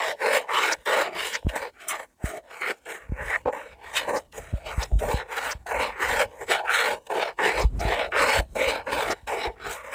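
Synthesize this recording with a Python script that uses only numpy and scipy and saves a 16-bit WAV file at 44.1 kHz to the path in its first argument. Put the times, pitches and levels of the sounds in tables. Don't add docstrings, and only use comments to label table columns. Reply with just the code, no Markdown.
import sys
import numpy as np
from scipy import signal
from scipy.fft import rfft, irfft, next_fast_len
from scipy.io import wavfile
from scipy.ndimage import uniform_filter1d, map_coordinates

SR = 44100
rng = np.random.default_rng(int(sys.argv[2]) if len(sys.argv) > 2 else 0)


def dump(signal):
    limited = np.clip(np.atleast_2d(signal).T, -1, 1)
    pcm = np.round(limited * 32767).astype(np.int16)
    wavfile.write(sys.argv[1], SR, pcm)


def nominal_scale(level):
    x = np.asarray(level, float) / 20
    return 10 ** x


N = 438354


def unit(x):
    return x / np.sqrt(np.mean(x ** 2) + 1e-20)


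def curves(rows):
    s, *columns = np.transpose(rows)
    s = np.maximum.accumulate(s)
    return [np.interp(np.arange(N) / SR, s, column) for column in columns]


def wobble(rate):
    knots = rng.standard_normal(int(N * rate / SR) + 4)
    return map_coordinates(knots, [np.arange(N) * rate / SR])


def filtered(x, response):
    m = next_fast_len(N + SR // 2)
    spectrum = rfft(x, m) * response(np.fft.rfftfreq(m, 1 / SR))
    return irfft(spectrum, m)[:N]


def coloured(x, points):
    hz, db = np.transpose(points)
    return filtered(x, lambda f: nominal_scale(np.interp(np.log(f + 1), np.log(hz), db)))


def ringing(force, modes, shift_db, steep):
    total = np.zeros(N)
    for k, (hz, width, db) in enumerate(modes):
        b, a = signal.iirpeak(hz, hz / width, SR)
        drive = force * nominal_scale(shift_db * wobble(9))
        total += (-1) ** k * nominal_scale(db) * signal.lfilter(b, a, drive)
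    top = modes[-1][0] * 1.177
    return filtered(total, lambda f: 1 / (1 + 1j * f / top) ** steep) * nominal_scale(2.97 * steep)


def patchy(x, depth_db):
    z = signal.stft(x, nperseg=512)[2]
    field = uniform_filter1d(rng.standard_normal(z.shape), 3, 0)
    field = uniform_filter1d(field, 14, 1)
    return signal.istft(z * nominal_scale(depth_db * unit(field)), nperseg=512)[1][:N]


def tearing(per_second, spread_db, rub):
    sizes = nominal_scale(spread_db * np.clip(rng.standard_normal(N), -2, 2))
    snaps = (rng.random(N) < per_second / SR) * sizes
    snaps = unit(snaps * rng.choice([-1, 1], N))
    return unit(snaps + rub * rng.standard_normal(N))


def yard():
    # (frequency [Hz], density [dB per Hz])
    yard_spectrum = [(88, -41), (150, 2), (341, 9.5), (457, -18.5), (1140, -2.5), (1260, -22.5),
                     (7470, -13), (16000, -20)]
    return nominal_scale(-70) * unit(coloured(rng.standard_normal(N), yard_spectrum))


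def wind():
    # (time [s], level [dB])
    breeze_levels = [(0.0, -75), (0.33, -74), (0.58, -79), (0.8, -69), (0.97, -75), (1.55, -61),
                     (1.71, -70.5), (2.96, -80), (3.07, -67), (3.21, -42), (3.35, -58), (3.63, -63),
                     (3.84, -58), (3.98, -60), (4.4, -57.5), (4.76, -48), (5.04, -38), (5.26, -62),
                     (5.48, -64), (5.67, -54), (5.98, -58), (6.12, -48), (6.2, -44), (6.37, -66),
                     (7.5, -68.5), (7.61, -43), (7.75, -40.5), (7.8, -41), (7.94, -47.5), (8.22, -52),
                     (8.39, -38), (8.5, -45), (8.61, -46), (8.72, -58), (9.08, -47), (9.3, -67),
                     (9.66, -53.5), (9.94, -70)]
    # (time [s], level [dB], length [ms], signed direction [ratio])
    puff_events = [(1.448, -22, 3.7, 1), (1.46, -28, 1.1, 0.61), (1.468, -17, 1, -1.4),
                   (2.241, -18, 0.96, 1), (3.095, -26, 2.8, 0.81), (3.121, -16.5, 1.2, 0.65),
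                   (3.462, -31, 0.7, 1), (4.528, -29, 1.7, 1), (4.537, -18, 2, 1),
                   (4.779, -16.5, 2.6, 0.79), (4.923, -16, 6.1, -1), (4.934, -15.5, 4, 0.65),
                   (4.955, -17.5, 4, 1), (5.142, -17.5, 1.4, 1), (5.551, -32, 2.5, 0.89),
                   (6.169, -37, 3.4, 1), (7.639, -21, 2.3, -1), (7.648, -13, 3.6, 0.94),
                   (7.788, -30, 2.4, 1), (7.851, -19, 1.4, 0.92), (7.868, -24, 3, 0.61),
                   (8.391, -24.5, 2.7, 1), (8.67, -30, 4.3, 0.77), (9.232, -39, 4.4, 0.77),
                   (9.472, -29.5, 5, 0.9)]
    push = np.zeros(N + SR)
    t = np.arange(SR // 20) / SR
    for s, db, ms, way in puff_events:
        u = t / (ms / 1000)
        push[round(s * SR):][:len(t)] += way * nominal_scale(db + 17) * u ** 1.74 * np.exp(-u * 1.52)

    def bass(f):
        return -f * f / (54 ** 2 - f * f + 1j * f * 22)

    lumps = nominal_scale(5 * wobble(15)) * rng.standard_normal(N)
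    breeze = unit(filtered(lumps, lambda f: bass(f) / (1 + (f / 60) ** 1.66)))
    return filtered(push[:N], bass) + nominal_scale(curves(breeze_levels)[0] + 6) * breeze


def rasps():
    # (time [s], level [dB], half-length [s])
    rasp_events = [
        (0.729, -27, 0.0093),
        (1.349, -32, 0.015),
        (1.904, -60.5, .012),
        (4.173, -39, .016),
        (4.835, -31, 0.0066),
        (5.519, -32.5, 0.0097),
        (7.619, -36, .012),
        (7.805, -38, 0.01),
        (9.117, -33.5, .012),
    ]
    # (frequency [Hz], density [dB per Hz])
    splinter_spectrum = [(3000, -40), (4200, -4), (5200, 4), (7000, -3), (9000, -25), (15000, -27.5)]
    t = np.arange(N) / SR
    swell = sum(nominal_scale(db) * np.exp(-((t - s) / length) ** 4) for s, db, length in rasp_events)
    return swell * unit(coloured(tearing(per_second=4400, spread_db=5, rub=1.2), splinter_spectrum))


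def plane():
    # (time [s], timber [dB], iron body [dB], blade [dB], shaving hiss [dB])
    early_strokes = [
        [(0.0, -30, -29.5, -41, -48), (0.114, -28, -29.5, -36.5, -41.5), (0.146, -46, -70, -63, -74),
         (0.174, -58, -63, -70, -70.5), (0.216, -27, -34, -50, -53), (0.36, -24, -22.5, -29, -33.5),
         (0.462, -49, -59, -67, -74), (0.494, -36, -33.5, -60, -57), (0.546, -36, -26, -35, -43),
         (0.74, -29.5, -29.5, -36.5, -40), (0.758, -49, -58, -60, -65), (0.848, -66, -68, -73, -70.5),
         (0.86, -34, -33, -44, -40)],
        [(0.86, -26, -31.5, -38.5, -48.5), (1.016, -23, -26, -36, -39.5), (1.066, -30.5, -32.5, -41, -53),
         (1.106, -39.5, -51, -71, -73.5), (1.192, -38.5, -28.5, -34.5, -41), (1.312, -41.5, -41.5, -43, -43),
         (1.352, -35.5, -27.5, -39.5, -47.5), (1.416, -59, -79, -67, -73), (1.474, -47, -66, -69, -69),
         (1.488, -56, -58, -55, -57)],
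        [(1.488, -44, -42, -40, -48.5), (1.526, -34.5, -43, -55, -54.5), (1.552, -34, -35, -57, -57),
         (1.558, -35, -36, -46, -42.5)],
        [(1.558, -34.5, -34, -45, -40), (1.668, -40, -44, -48.5, -59.5), (1.72, -70, -76, -76, -83),
         (1.768, -65, -58, -77, -79), (1.804, -58, -47, -55, -60), (1.872, -51, -47, -59, -59),
         (1.884, -47, -40, -49, -35)],
        [(1.884, -52, -33, -47, -23.5), (1.936, -37, -33.5, -48.5, -50.5), (2.038, -44.5, -49.5, -63.5, -57),
         (2.07, -69.5, -73.5, -89, -75.5), (2.166, -77.5, -84, -88, -86), (2.22, -43, -57, -90, -65),
         (2.258, -45.5, -40.5, -57, -44), (2.378, -37, -43, -57, -56), (2.426, -62, -74, -84, -87),
         (2.53, -45.5, -44, -57, -59.5), (2.602, -50, -48, -66, -57), (2.618, -37.5, -39, -52, -48)],
        [(2.618, -42.5, -32.5, -50, -51.5), (2.712, -29, -28.5, -37, -42), (2.73, -46, -52, -59, -64),
         (2.776, -62, -68, -69, -69), (2.846, -72, -75, -78, -80), (2.858, -53, -55, -48, -55)],
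        [(2.858, -41, -45, -59, -59), (2.906, -34.5, -35, -52, -43), (3.03, -54, -50, -88, -69),
         (3.102, -63, -66, -86, -81), (3.21, -39.5, -38.5, -77, -60), (3.256, -42, -38.5, -54, -49.5),
         (3.36, -33.5, -24.5, -49, -53), (3.372, -46, -49, -65, -61), (3.448, -73, -76, -77, -75),
         (3.456, -32, -50, -86, -84)],
        [(3.456, -35, -59, -86, -75), (3.486, -31.5, -74, -85, -69), (3.52, -49, -62, -86, -69),
         (3.527, -39, -40, -62, -53)],
        [(3.527, -36, -36, -67, -52), (3.727, -54.5, -52.5, -62, -71.5), (3.781, -58, -71, -81, -87),
         (3.863, -46.5, -40.5, -50, -58), (3.927, -45, -47, -56, -56.5), (3.971, -36, -25, -27.5, -31),
         (4.031, -42, -42, -51, -57.5), (4.127, -34.5, -40, -60, -49), (4.173, -26.5, -34, -49, -47.5),
         (4.211, -50, -61, -65, -64), (4.311, -74, -88, -86, -90), (4.327, -62, -57, -44, -54)],
        [(4.327, -49.5, -51, -64, -61), (4.381, -36, -43, -55, -43.5), (4.439, -55, -52, -66, -61),
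         (4.615, -49, -58, -67, -69.5), (4.689, -36, -38, -44, -51.5), (4.769, -47, -43.5, -69, -53.5),
         (4.827, -30, -31, -33.5, -44.5), (4.893, -65, -65, -77, -68), (4.919, -42, -77, -69, -69),
         (4.973, -65, -76, -77, -64), (4.99, -58, -58, -57, -60)],
    ]
    # (time [s], timber [dB], iron body [dB], blade [dB], shaving hiss [dB])
    late_strokes = [
        [(4.99, -52, -43, -47, -46), (5.014, -30.5, -42.5, -66, -50), (5.16, -36.5, -39.5, -38.5, -44.5),
         (5.214, -41, -36.5, -52, -63), (5.248, -51, -57, -73, -76), (5.348, -38.5, -33.5, -41.5, -45),
         (5.528, -37, -32.5, -46.5, -46), (5.542, -48, -56, -59, -65), (5.654, -75, -80, -85, -82),
         (5.666, -29, -47, -58, -57)],
        [(5.666, -43, -39.5, -45, -47), (5.74, -27.5, -35.5, -60, -50), (5.836, -29, -30.5, -39.5, -45.5),
         (5.958, -47.5, -44, -68, -72), (6.024, -36, -31, -41.5, -43), (6.222, -25, -28, -35.5, -38.5),
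         (6.278, -50.5, -68, -67, -72), (6.398, -43, -51, -74, -58), (6.416, -34.5, -41, -58, -52),
         (6.462, -59, -64, -68, -65), (6.492, -36, -32, -40, -46)],
        [(6.492, -30, -38, -44, -48), (6.512, -25.5, -21.5, -28.5, -33), (6.592, -31, -33, -44.5, -55),
         (6.628, -34.5, -56, -64, -69), (6.676, -36, -28.5, -58, -58), (6.738, -31.5, -22, -32.5, -36),
         (6.938, -31, -34, -39.5, -45), (6.998, -56, -76, -78, -77), (7.066, -61, -67, -72, -64)],
        [(7.066, -47, -59, -59, -59), (7.07, -44, -50, -51, -54), (7.086, -49, -71, -76, -71),
         (7.098, -40, -51, -61, -59)],
        [(7.098, -28, -51, -59, -59), (7.1, -27.5, -40, -56, -53), (7.228, -27.5, -28.5, -34.5, -48),
         (7.312, -41, -42, -57, -68), (7.36, -68, -81, -76, -81), (7.388, -44, -37, -62, -58)],
        [(7.388, -33, -29.5, -60, -58), (7.45, -28.5, -26, -35, -41), (7.55, -28, -32.5, -44.5, -50),
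         (7.624, -27.5, -32, -40, -45.5), (7.698, -74, -83, -75, -77), (7.782, -70, -73, -81, -65),
         (7.796, -41, -45, -57, -62)],
        [(7.796, -41, -53, -54, -59), (7.806, -31, -33.5, -48.5, -44.5), (7.864, -24.5, -31.5, -39, -45.5),
         (8.056, -29.5, -30, -41.5, -57.5), (8.1, -47, -71, -70, -74), (8.12, -46, -36, -56, -55)],
        [(8.12, -32, -29, -62, -64), (8.186, -26, -20.5, -31, -40), (8.4, -26.5, -29, -33.5, -39.5),
         (8.414, -40, -53, -60, -58), (8.474, -67, -74, -72, -74), (8.544, -70, -74, -76, -67),
         (8.554, -30, -57, -61, -55)],
        [(8.554, -29, -44, -55, -49), (8.602, -27.5, -30, -41, -42), (8.74, -28.5, -32.5, -37, -45.5),
         (8.816, -45, -45.5, -56, -70), (8.852, -55, -71, -69, -72), (8.868, -41, -38, -60, -58)],
        [(8.868, -35, -34, -59, -63), (8.918, -34.5, -35.5, -39, -46.5), (9.056, -30.5, -33, -41, -44),
         (9.124, -27.5, -30.5, -39, -41), (9.146, -47, -52, -58, -64), (9.262, -72, -81, -77, -81),
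         (9.274, -25, -40, -50, -46)],
        [(9.274, -29.5, -35.5, -39.5, -44.5), (9.318, -28.5, -37.5, -54, -48.5), (9.442, -38, -38, -39.5, -53),
         (9.496, -30.5, -43.5, -58, -64), (9.53, -57, -74, -71, -81), (9.568, -54, -54, -77, -80),
         (9.642, -50, -41, -50, -62)],
        [(9.642, -39, -41, -55, -56), (9.646, -38, -33.5, -48, -57), (9.732, -36.5, -36.5, -40, -37.5),
         (9.796, -53, -44.5, -69, -60), (9.908, -45, -48, -63, -61), (9.94, -36, -34, -51, -47)],
    ]
    # (frequency [Hz], width [Hz], level [dB])
    timber_modes = [(205, 49, -23), (316.7, 46, -14), (443.3, 109, 2.5), (545, 153, 4.5), (651, 104, 5),
                    (861, 142, 3.5), (1019, 160, -11)]
    # (frequency [Hz], width [Hz], level [dB])
    iron_modes = [(1163, 187, -6), (1454, 180, -3), (1845, 223, -1), (2237, 202, -1.5), (2693, 307, -8.5)]
    # (frequency [Hz], width [Hz], level [dB])
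    blade_modes = [(2872, 327, -2), (3890, 450, -3), (4270, 550, -5), (5300, 590, -10.5)]
    # (frequency [Hz], density [dB per Hz])
    hiss_spectrum = [(3530, -39), (6000, -2.5), (7970, 3), (8500, -0.5), (9330, -1), (11500, -10.5),
                     (15100, -5.5), (15800, -26.5)]
    # (time [s], level [dB])
    sole_knocks = [(1.427, -28), (1.56, -10), (3.459, -15.5), (3.479, -33), (3.488, -26), (3.505, -38),
                   (4.538, -27), (4.915, -25), (5.14, -26), (8.147, -20), (8.166, -10), (9.276, -32)]
    timber_db, iron_db, blade_db, hiss_db = curves(np.vstack(early_strokes + late_strokes))
    chatter = 1.63 * wobble(45) + 1.26 * wobble(140)
    cut = tearing(per_second=1200, spread_db=6, rub=1.28)
    fizz = tearing(per_second=3400, spread_db=3, rub=1.4)
    blows = np.zeros(N)
    for s, db in sole_knocks:
        blows[round(s * SR)] = nominal_scale(db + 23.5)
    blows = signal.lfilter([0.15], [1, -0.85], blows)

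    timber_force = cut * nominal_scale(timber_db + 11 + chatter) + blows
    iron_force = cut * nominal_scale(iron_db + 10.5 + chatter) + 0.16 * blows
    blade_force = cut * nominal_scale(blade_db + 11 + chatter)
    timber = ringing(timber_force, timber_modes, shift_db=3.5, steep=1.83)
    iron = ringing(iron_force, iron_modes, shift_db=2.5, steep=3.43)
    blade = ringing(blade_force, blade_modes, shift_db=2.0, steep=2.72)
    shaving = coloured(fizz * nominal_scale(hiss_db + 5.5 + 1.18 * chatter), hiss_spectrum)
    return patchy(timber + iron, 1.2) + patchy(blade + shaving, 3.76)


def scene():
    return (yard() + wind() + rasps() + plane())[None]


def top_cut(x):
    return signal.sosfilt(signal.butter(12, 16680, fs=SR, output="sos"), x)


def record(dry):
    return top_cut(dry)


dry = scene()
out = record(dry)
dump(out)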